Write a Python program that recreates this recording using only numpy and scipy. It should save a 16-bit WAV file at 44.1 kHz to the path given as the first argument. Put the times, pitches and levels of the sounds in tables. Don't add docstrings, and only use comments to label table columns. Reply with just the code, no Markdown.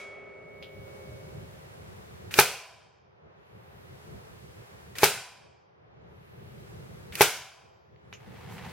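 import sys
import numpy as np
from scipy import signal
from scipy.fft import rfft, irfft, next_fast_len
from scipy.io import wavfile
from scipy.ndimage import uniform_filter1d, map_coordinates

SR = 44100
rng = np.random.default_rng(int(sys.argv[2]) if len(sys.argv) > 2 else 0)


def voltage_ratio(decibels):
    exponent = np.asarray(decibels, float) / 20
    return 10 ** exponent


def master_out(mix):
    frames = np.transpose(np.atleast_2d(mix))
    ceiling = np.clip(frames, -1, 1)
    pcm = np.round(ceiling * 32767).astype(np.int16)
    wavfile.write(sys.argv[1], SR, pcm)


N = 384540

# freq_hz, likeness [0-1, negative = opposed]
FLOOR_LIKENESS = [(60, 0.54), (150, 0.67), (380, -0.46), (950, -0.51), (2380, -0.54), (5980, -0.44),
                  (15000, -0.23)]
# freq_hz, likeness [0-1]
HALL_LIKENESS = [(60, .75), (130, .87), (300, .95), (700, .98), (1500, .93), (3000, .8), (6500, .1),
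                 (15000, .1)]
# freq_hz, density_db_per_hz
WALL_ECHO = [(29, -57.5), (50, -32), (119, -14), (329, -18.5), (408, -1), (520, -11), (678, -11),
             (802, -9.5), (1120, -14.5), (1500, -6.5), (1820, -15), (2320, -8), (3580, -13), (10600, -15.5),
             (16000, -19.5)]


def unit(x):
    return x / np.sqrt(np.mean(x ** 2) + 1e-20)


def along(points, hz):
    f, v = np.transpose(points)
    return np.interp(np.log(hz + 1), np.log(f + 1), v)


def wobble(rate_hz, size=N):
    knots = rng.standard_normal(int(size * rate_hz / SR) + 4)
    return map_coordinates(knots, [np.arange(size) * rate_hz / SR])


def filtered(x, response):
    m = next_fast_len(x.shape[-1] + 8192)
    spectrum = rfft(x, m) * response(np.fft.rfftfreq(m, 1 / SR))
    return irfft(spectrum, m)[..., :x.shape[-1]]


def spread(pair, likeness):
    def mid_side(hz):
        angle = np.arccos(np.clip(along(likeness, hz), -1, 1)) / 2
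        return np.array([np.cos(angle), np.sin(angle)])

    mid, side = filtered(pair, mid_side)
    return np.array([mid + side, mid - side])


def noise(spectrum, size):
    return unit(filtered(rng.standard_normal((2, size)), lambda hz: voltage_ratio(along(spectrum, hz))))


def add(track, sound, s):
    part = track[..., round(s * SR):][..., :sound.shape[-1]]
    part += sound[..., :part.shape[-1]]


def near(colour, size):
    # freq_hz, likeness [0-1]
    port_likeness = [(500, 0.87), (2000, 1), (4000, 0.15), (8000, .1), (14000, 0.2)]
    return spread(noise(colour, size), port_likeness)


def hall(colour, early_db, early_s, rise_s):
    # freq_hz, t60_s
    hall_t60 = [(80, .22), (250, .34), (800, .46), (2500, .55), (6000, .52), (9000, .47), (12000, .38),
                (15500, .31)]
    hz, t, z = signal.stft(spread(noise(colour, SR), HALL_LIKENESS), SR, nperseg=512, noverlap=320)
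    late = voltage_ratio(-early_db - 60 * t / along(hall_t60, hz)[:, None])
    early = voltage_ratio(-60 * t / early_s)
    comb = voltage_ratio(3.5 * rng.standard_normal((len(hz), 1)) * np.minimum(t / .15, 1))
    tail = signal.istft(z * (late + early) * comb, SR, nperseg=512, noverlap=320)[1]
    return tail * (1 - np.exp(-np.arange(tail.shape[1]) / SR / rise_s))


def floor():
    # freq_hz, density_db_per_hz
    open_floor = [(18, -58.5), (30, -28), (70, -3), (131, -3.5), (194, -10), (221, -14), (266, -22),
                  (394, -10.5), (632, -19.5), (760, -21), (937, -22.5), (2060, -25.5), (6550, -37),
                  (12300, -41), (16000, -45.5)]
    # start_s, reopened_after_s, depth [0-1], settled_db, rumble_db
    ducks = [
        (-.3, 1.25, 0.94, 2.5, -1),
        (2.391, 1.63, 0.99, 1.5, -1.5),
        (5.03, 1.656, 1, 1.5, 1.5),
        (7.21, 1.32, 0.87, 1, 2),
    ]
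    # centre_hz, open_db, shut_by_db, held_s, reopening_bend [exponent]
    regions = [(220, -0.5, 17, 0.61, 1.43), (815, 1, 7, 0.28, 0.89), (3040, -1.5, 18, 0.62, 1.57),
               (8000, -1, 40.5, 0.27, 1.02), (14000, 0.5, 45, 0.52, 2.4)]
    shutting_s = .22
    hz, t, z = signal.stft(spread(noise(open_floor, N), FLOOR_LIKENESS), SR, nperseg=1024)
    samples = np.minimum((t * SR).astype(int), N - 1)
    start_s, reopen_s, depth, settled_db, rumble_db = np.transpose(ducks)
    last = np.maximum(np.searchsorted(start_s, t) - 1, 0)
    since_s = t - start_s[last]
    centre_hz, open_db, shut_db, held_s, bend = np.transpose(regions)[:, :, None]
    reopening = np.clip((reopen_s[last] - since_s) / (reopen_s[last] - held_s), 0, 1) ** bend
    shut = depth[last] * reopening * np.clip(since_s / shutting_s, 0, 1)
    gate_db = open_db + settled_db[last] - shut_db * shut
    gate_db[0] += rumble_db[last] + 2.6 * wobble(15)[samples]
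    gate_db[1] += 1.1 * wobble(7)[samples]
    share = np.array([along(list(zip(centre_hz[:, 0], row)), hz) for row in np.eye(len(regions))])
    return voltage_ratio(-48) * signal.istft(z * voltage_ratio(share.T @ gate_db), SR, nperseg=1024)[1][:, :N]


def stud():
    # pitch_hz, level_db, swell_db_per_s
    low_modes = [(387.6, -58, -3), (417, -59.5, -1.5), (535, -64, 4.5), (610, -65.5, 4)]
    # pitch_hz, level_db, t60_s
    high_modes = [(1287, -12, 3.8), (1916, -24, 5), (1965, -22, 4.5), (2223, 0, 4.7), (2439, -16, 1.4),
                  (3305, -17, .8), (4958, -24, .6)]
    # freq_hz, density_db_per_hz
    drone_colour = [(300, -7), (390, -3), (460, -3.5), (540, 1), (620, -2), (800, -10), (1400, -41.5)]
    # freq_hz, density_db_per_hz
    glow_colour = [(350, -24), (600, 5.5), (812, -8), (1310, -7), (1680, -11), (2270, -7), (3000, -19.5),
                   (6000, -32), (16000, -100)]
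    high_db, low_db, drone_db, fade_db_per_s = -50 + 6.0, 5, -53, 13.5
    damped_s, damp_db_per_s = 1.13, 22.5
    blow_ago_s, blow_hall_db = .27, -18.5
    size = 2 * SR
    t = np.arange(size) / SR

    def tone(hz, waver_db):
        phase = 1.53 * wobble(10, size) + 0.44 * rng.standard_normal((2, 1))
        return voltage_ratio(waver_db * wobble(4.65, size)) * np.sin(2 * np.pi * hz * t + phase)

    high = sum(voltage_ratio(db - 60 * t * (1 / t60 - 1 / 5)) * tone(hz, 1.2) for hz, db, t60 in high_modes)
    low = sum(voltage_ratio(db + swell * t) * tone(hz, 0.99) for hz, db, swell in low_modes)
    drone = voltage_ratio(drone_db) * spread(noise(drone_colour, size), FLOOR_LIKENESS)
    rings = voltage_ratio(high_db - fade_db_per_s * t) * high + voltage_ratio(low_db) * low + drone
    choke = voltage_ratio(-damp_db_per_s * np.maximum(t - damped_s, 0))
    afterglow = voltage_ratio(-51 - 60 * t / 2.95) * spread(noise(glow_colour, size), HALL_LIKENESS)
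    blow = hall(WALL_ECHO, early_db=1.5, early_s=.1, rise_s=.007)
    add(afterglow, voltage_ratio(blow_hall_db) * blow[:, round(blow_ago_s * SR):], 0)
    fade_out = np.minimum(4 * (t[-1] - t), 1)
    return np.pad((choke * rings + afterglow) * fade_out, ((0, 0), (0, N - size)))


def click(db, hz, ratio, bright_db, t60_s):
    t = np.arange(SR // 5) / SR
    colour = [(hz / ratio / 2, -35), (hz / ratio, -6), (hz, 0), (hz * 1.15, -3),
              (max(6500, hz * 1.19), bright_db - 9.0), (8000, bright_db - 17.5),
              (12500, bright_db - 11.0), (14000, bright_db - 13.5), (16000, bright_db - 27.5)]
    out = voltage_ratio(db - 24) * hall(colour, early_db=8, early_s=.12, rise_s=.006)
    attack = 1 - np.exp(-t / 0.00023)
    add(out, voltage_ratio(db - 2.0 - 60 * t / t60_s) * attack * near(colour, len(t)), 0)
    return out


def handling():
    # sear_s, sear_db, take_up_db
    pulls = [
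        (2.3399, -20, -39),
        (4.9842, -22.5, -39),
        (7.1536, -24.5, -38.5),
    ]
    # start_s, peak_db
    buckles = [
        (7.9608, -52),
        (8.1273, -31),
        (8.3614, -45),
        (8.4503, -44),
        (8.581, -33),
    ]
    clink_s = [
        .6256,
        .627,
        8.135,
        8.13,
    ]
    # peak_db, pitch_hz, t60_s
    clinks = [(-32.5, 2800, .008), (-44, 2960, .2), (-49.5, 6300, 0.14), (-44, 2460, .14)]
    # time_s, level_db
    rustle = [
        (8.2, -60.5),
        (8.33, -56.5),
        (8.4, -53.5),
        (8.58, -48),
        (8.72, -48.5),
    ]
    # freq_hz, density_db_per_hz
    cloth_colour = [(290, -34), (500, -0.5), (557, -17), (763, -3.5), (1360, -11.5), (1850, -9.5),
                    (2080, -10), (9000, -32.5), (11700, -42), (19800, -120)]
    # freq_hz, density_db_per_hz
    thump_colour = [(30, -35), (90, -4.5), (180, -1), (260, -18.5), (500, -39)]
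    take_up_lead_s = .031
    out = np.zeros((2, N))
    for s, db, t_db in pulls:
        add(out, click(t_db, hz=2302, ratio=1.5, bright_db=-12, t60_s=0.1), s - take_up_lead_s)
        add(out, click(db, hz=2600, ratio=1.8, bright_db=1.3, t60_s=0.029), s)
    for s, db in buckles:
        add(out, click(db, hz=2500, ratio=2.2, bright_db=-20, t60_s=.012), s)
    for s, (db, hz, t60_s) in zip(clink_s, clinks):
        add(out, click(db, hz, ratio=1.15, bright_db=-19, t60_s=t60_s), s)
    time_s, level_db = np.transpose(rustle)
    effort_db = np.interp(np.arange(N) / SR, time_s, level_db, -120, -120)
    grain = voltage_ratio(1.6 * wobble(40) + 2.2 * wobble(250))
    cloth = voltage_ratio(effort_db) * unit(grain * spread(noise(cloth_colour, N), HALL_LIKENESS))
    peak_db = effort_db.max()
    thump_db = 3 + peak_db + 1.5 * (effort_db - peak_db) + 2.2 * wobble(15)
    return out + cloth + voltage_ratio(thump_db) * spread(noise(thump_colour, N), HALL_LIKENESS)


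def frame(t60_s):
    # centre_hz, width_hz, level_db
    resonances = [(990, 54, 3.5), (640, 160, -2.5), (829, 97, -2.0), (1560, 340, -6.5), (2400, 200, -2),
                  (3200, 300, -7.5), (3700, 70, -6.5), (4870, 950, -10)]
    t = np.arange(SR) / SR

    def peaks(f):
        total = 0
        for k, (c, w, db) in enumerate(resonances):
            total = total + (-1) ** k * voltage_ratio(db) * 1j * f * w / (c * c - f * f + 1j * f * w)
        return total

    hum = spread(unit(filtered(rng.standard_normal((2, SR)), peaks)), HALL_LIKENESS)
    return voltage_ratio(-60 * t / t60_s) * (1 - np.exp(-t / 0.026)) * np.cos(np.pi * t / 2) * hum


def shots():
    shot_s = [2.3879, 5.0318, 7.2082]
    # pop_db, crack_db, rush_db, hall_db, steel_ring_db
    levels = [
        (-6, -11, -25, -14.5, 1.5),
        (-6, -13.5, -27.5, -15, 0.5),
        (-5, -12, -28.5, -14, -0.5),
    ]
    # delay_s, size [ratio]
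    repeats = [(0, 1.1), (.0024, .35), (.00475, .75), (.0071, .5), (.0095, .25), (.0119, .3), (.0143, .15),
               (.0195, .3)]
    # pitch_hz, level_db, t60_s
    shell = [(412, -5, 0.046), (139.9, -24.5, 0.18), (194, -18.5, 0.06), (2280, -15.5, 0.057),
             (2457, -18.5, 0.12), (3000, -13.5, 0.012), (4320, -22, 0.035), (5170, -29.5, 0.1),
             (6550, -27.5, 0.036)]
    # freq_hz, density_db_per_hz
    crack_colour = [(590, -41.5), (1000, -11), (1590, -4), (1870, -8.5), (2410, -3.5), (3460, -11.5),
                    (5760, -11.5), (6250, -11), (7620, -22.5), (12700, -15), (16000, -29.5)]
    # freq_hz, density_db_per_hz
    slam_colour = [(2000, -30.5), (4000, -7), (6500, -4), (8000, -12.5), (11500, 0), (16000, -12.5)]
    # freq_hz, density_db_per_hz
    rush_colour = [(180, -33.5), (300, -3), (1080, -9), (1430, -2), (2250, -6.5), (2440, 3.5), (2740, -9),
                   (11500, -10), (16000, -14)]
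    slam_delay_s, slam_over_crack_db, slam_t60_s = .0093, 3, .022
    out = np.zeros((2, N))
    t = np.arange(SR // 5) / SR
    attack = 1 - np.exp(-t / .0003)
    lead = np.arange(-SR // 13, 0) / SR
    to_peak = lead + .006
    swell = voltage_ratio(-23) + voltage_ratio(430 * to_peak - 4 * (lead < -.009) - 900 * np.maximum(to_peak, 0))
    for s, (pop_db, crack_db, rush_db, hall_db, steel_db) in zip(shot_s, levels):
        add(out, voltage_ratio(rush_db) * swell * near(rush_colour, len(lead)), s + lead[0])
        pop = 0
        for delay_s, size in repeats:
            u = t - delay_s
            pulse = np.exp(-((u - .001) / .0008) ** 2) * np.cos(2 * np.pi * 830 * (u - .00075))
            pop = pop + size * voltage_ratio(rng.normal(0, 1.0)) * pulse
        ring = 0
        for hz, db, t60_s in shell:
            mode_db = db + steel_db * (hz > 2000) + rng.normal(0, 0.27)
            ring = ring + voltage_ratio(mode_db - 60 * t / t60_s) * np.sin(2 * np.pi * hz * t)
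        chatter = voltage_ratio(2.2 * wobble(300, len(t)))
        crack = voltage_ratio(crack_db - 60 * t / 0.081) * chatter * near(crack_colour, len(t))
        add(out, attack * (voltage_ratio(pop_db) * (pop + ring) + crack), s)
        slam = voltage_ratio(crack_db + slam_over_crack_db - 60 * t / slam_t60_s) * near(slam_colour, len(t))
        add(out, attack * slam, s + slam_delay_s)
        add(out, voltage_ratio(hall_db) * hall(WALL_ECHO, early_db=7.5, early_s=0.11, rise_s=0.0089), s + .003)
        add(out, voltage_ratio(hall_db + steel_db - 26.5) * frame(t60_s=1.394), s)
    return out


def scene():
    return floor() + stud() + handling() + shots()


def muted(x):
    # freq_hz, level_db_per_43_hz
    threshold = [(5000, -125), (6500, -108), (9000, -104), (13000, -102), (16000, -98)]
    hz, _, z = signal.stft(x, SR, nperseg=1024)
    power = uniform_filter1d(np.mean(np.abs(z) ** 2, 0), size=4, axis=0)
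    power = uniform_filter1d(power, size=3, axis=1)
    limit = voltage_ratio(along(threshold, hz))[:, None] ** 2
    keep = .1 + .9 / (1 + (limit / (np.abs(power) + 1e-20)) ** 4)
    return signal.istft(z * keep, SR, nperseg=1024)[1][:, :N]


def roll_off(x):
    return signal.sosfilt(signal.butter(12, 16470, fs=SR, output="sos"), x)


def record(dry):
    held = dry / (1 + np.abs(dry) ** 5) ** (1 / 5)
    band = lambda hz: (1j * hz / (52 + 1j * hz)) ** 2 * (hz < 15950)
    mix = 1.03 * muted(filtered(held, band))
    return roll_off(mix)


dry = scene()
out = record(dry)
master_out(out)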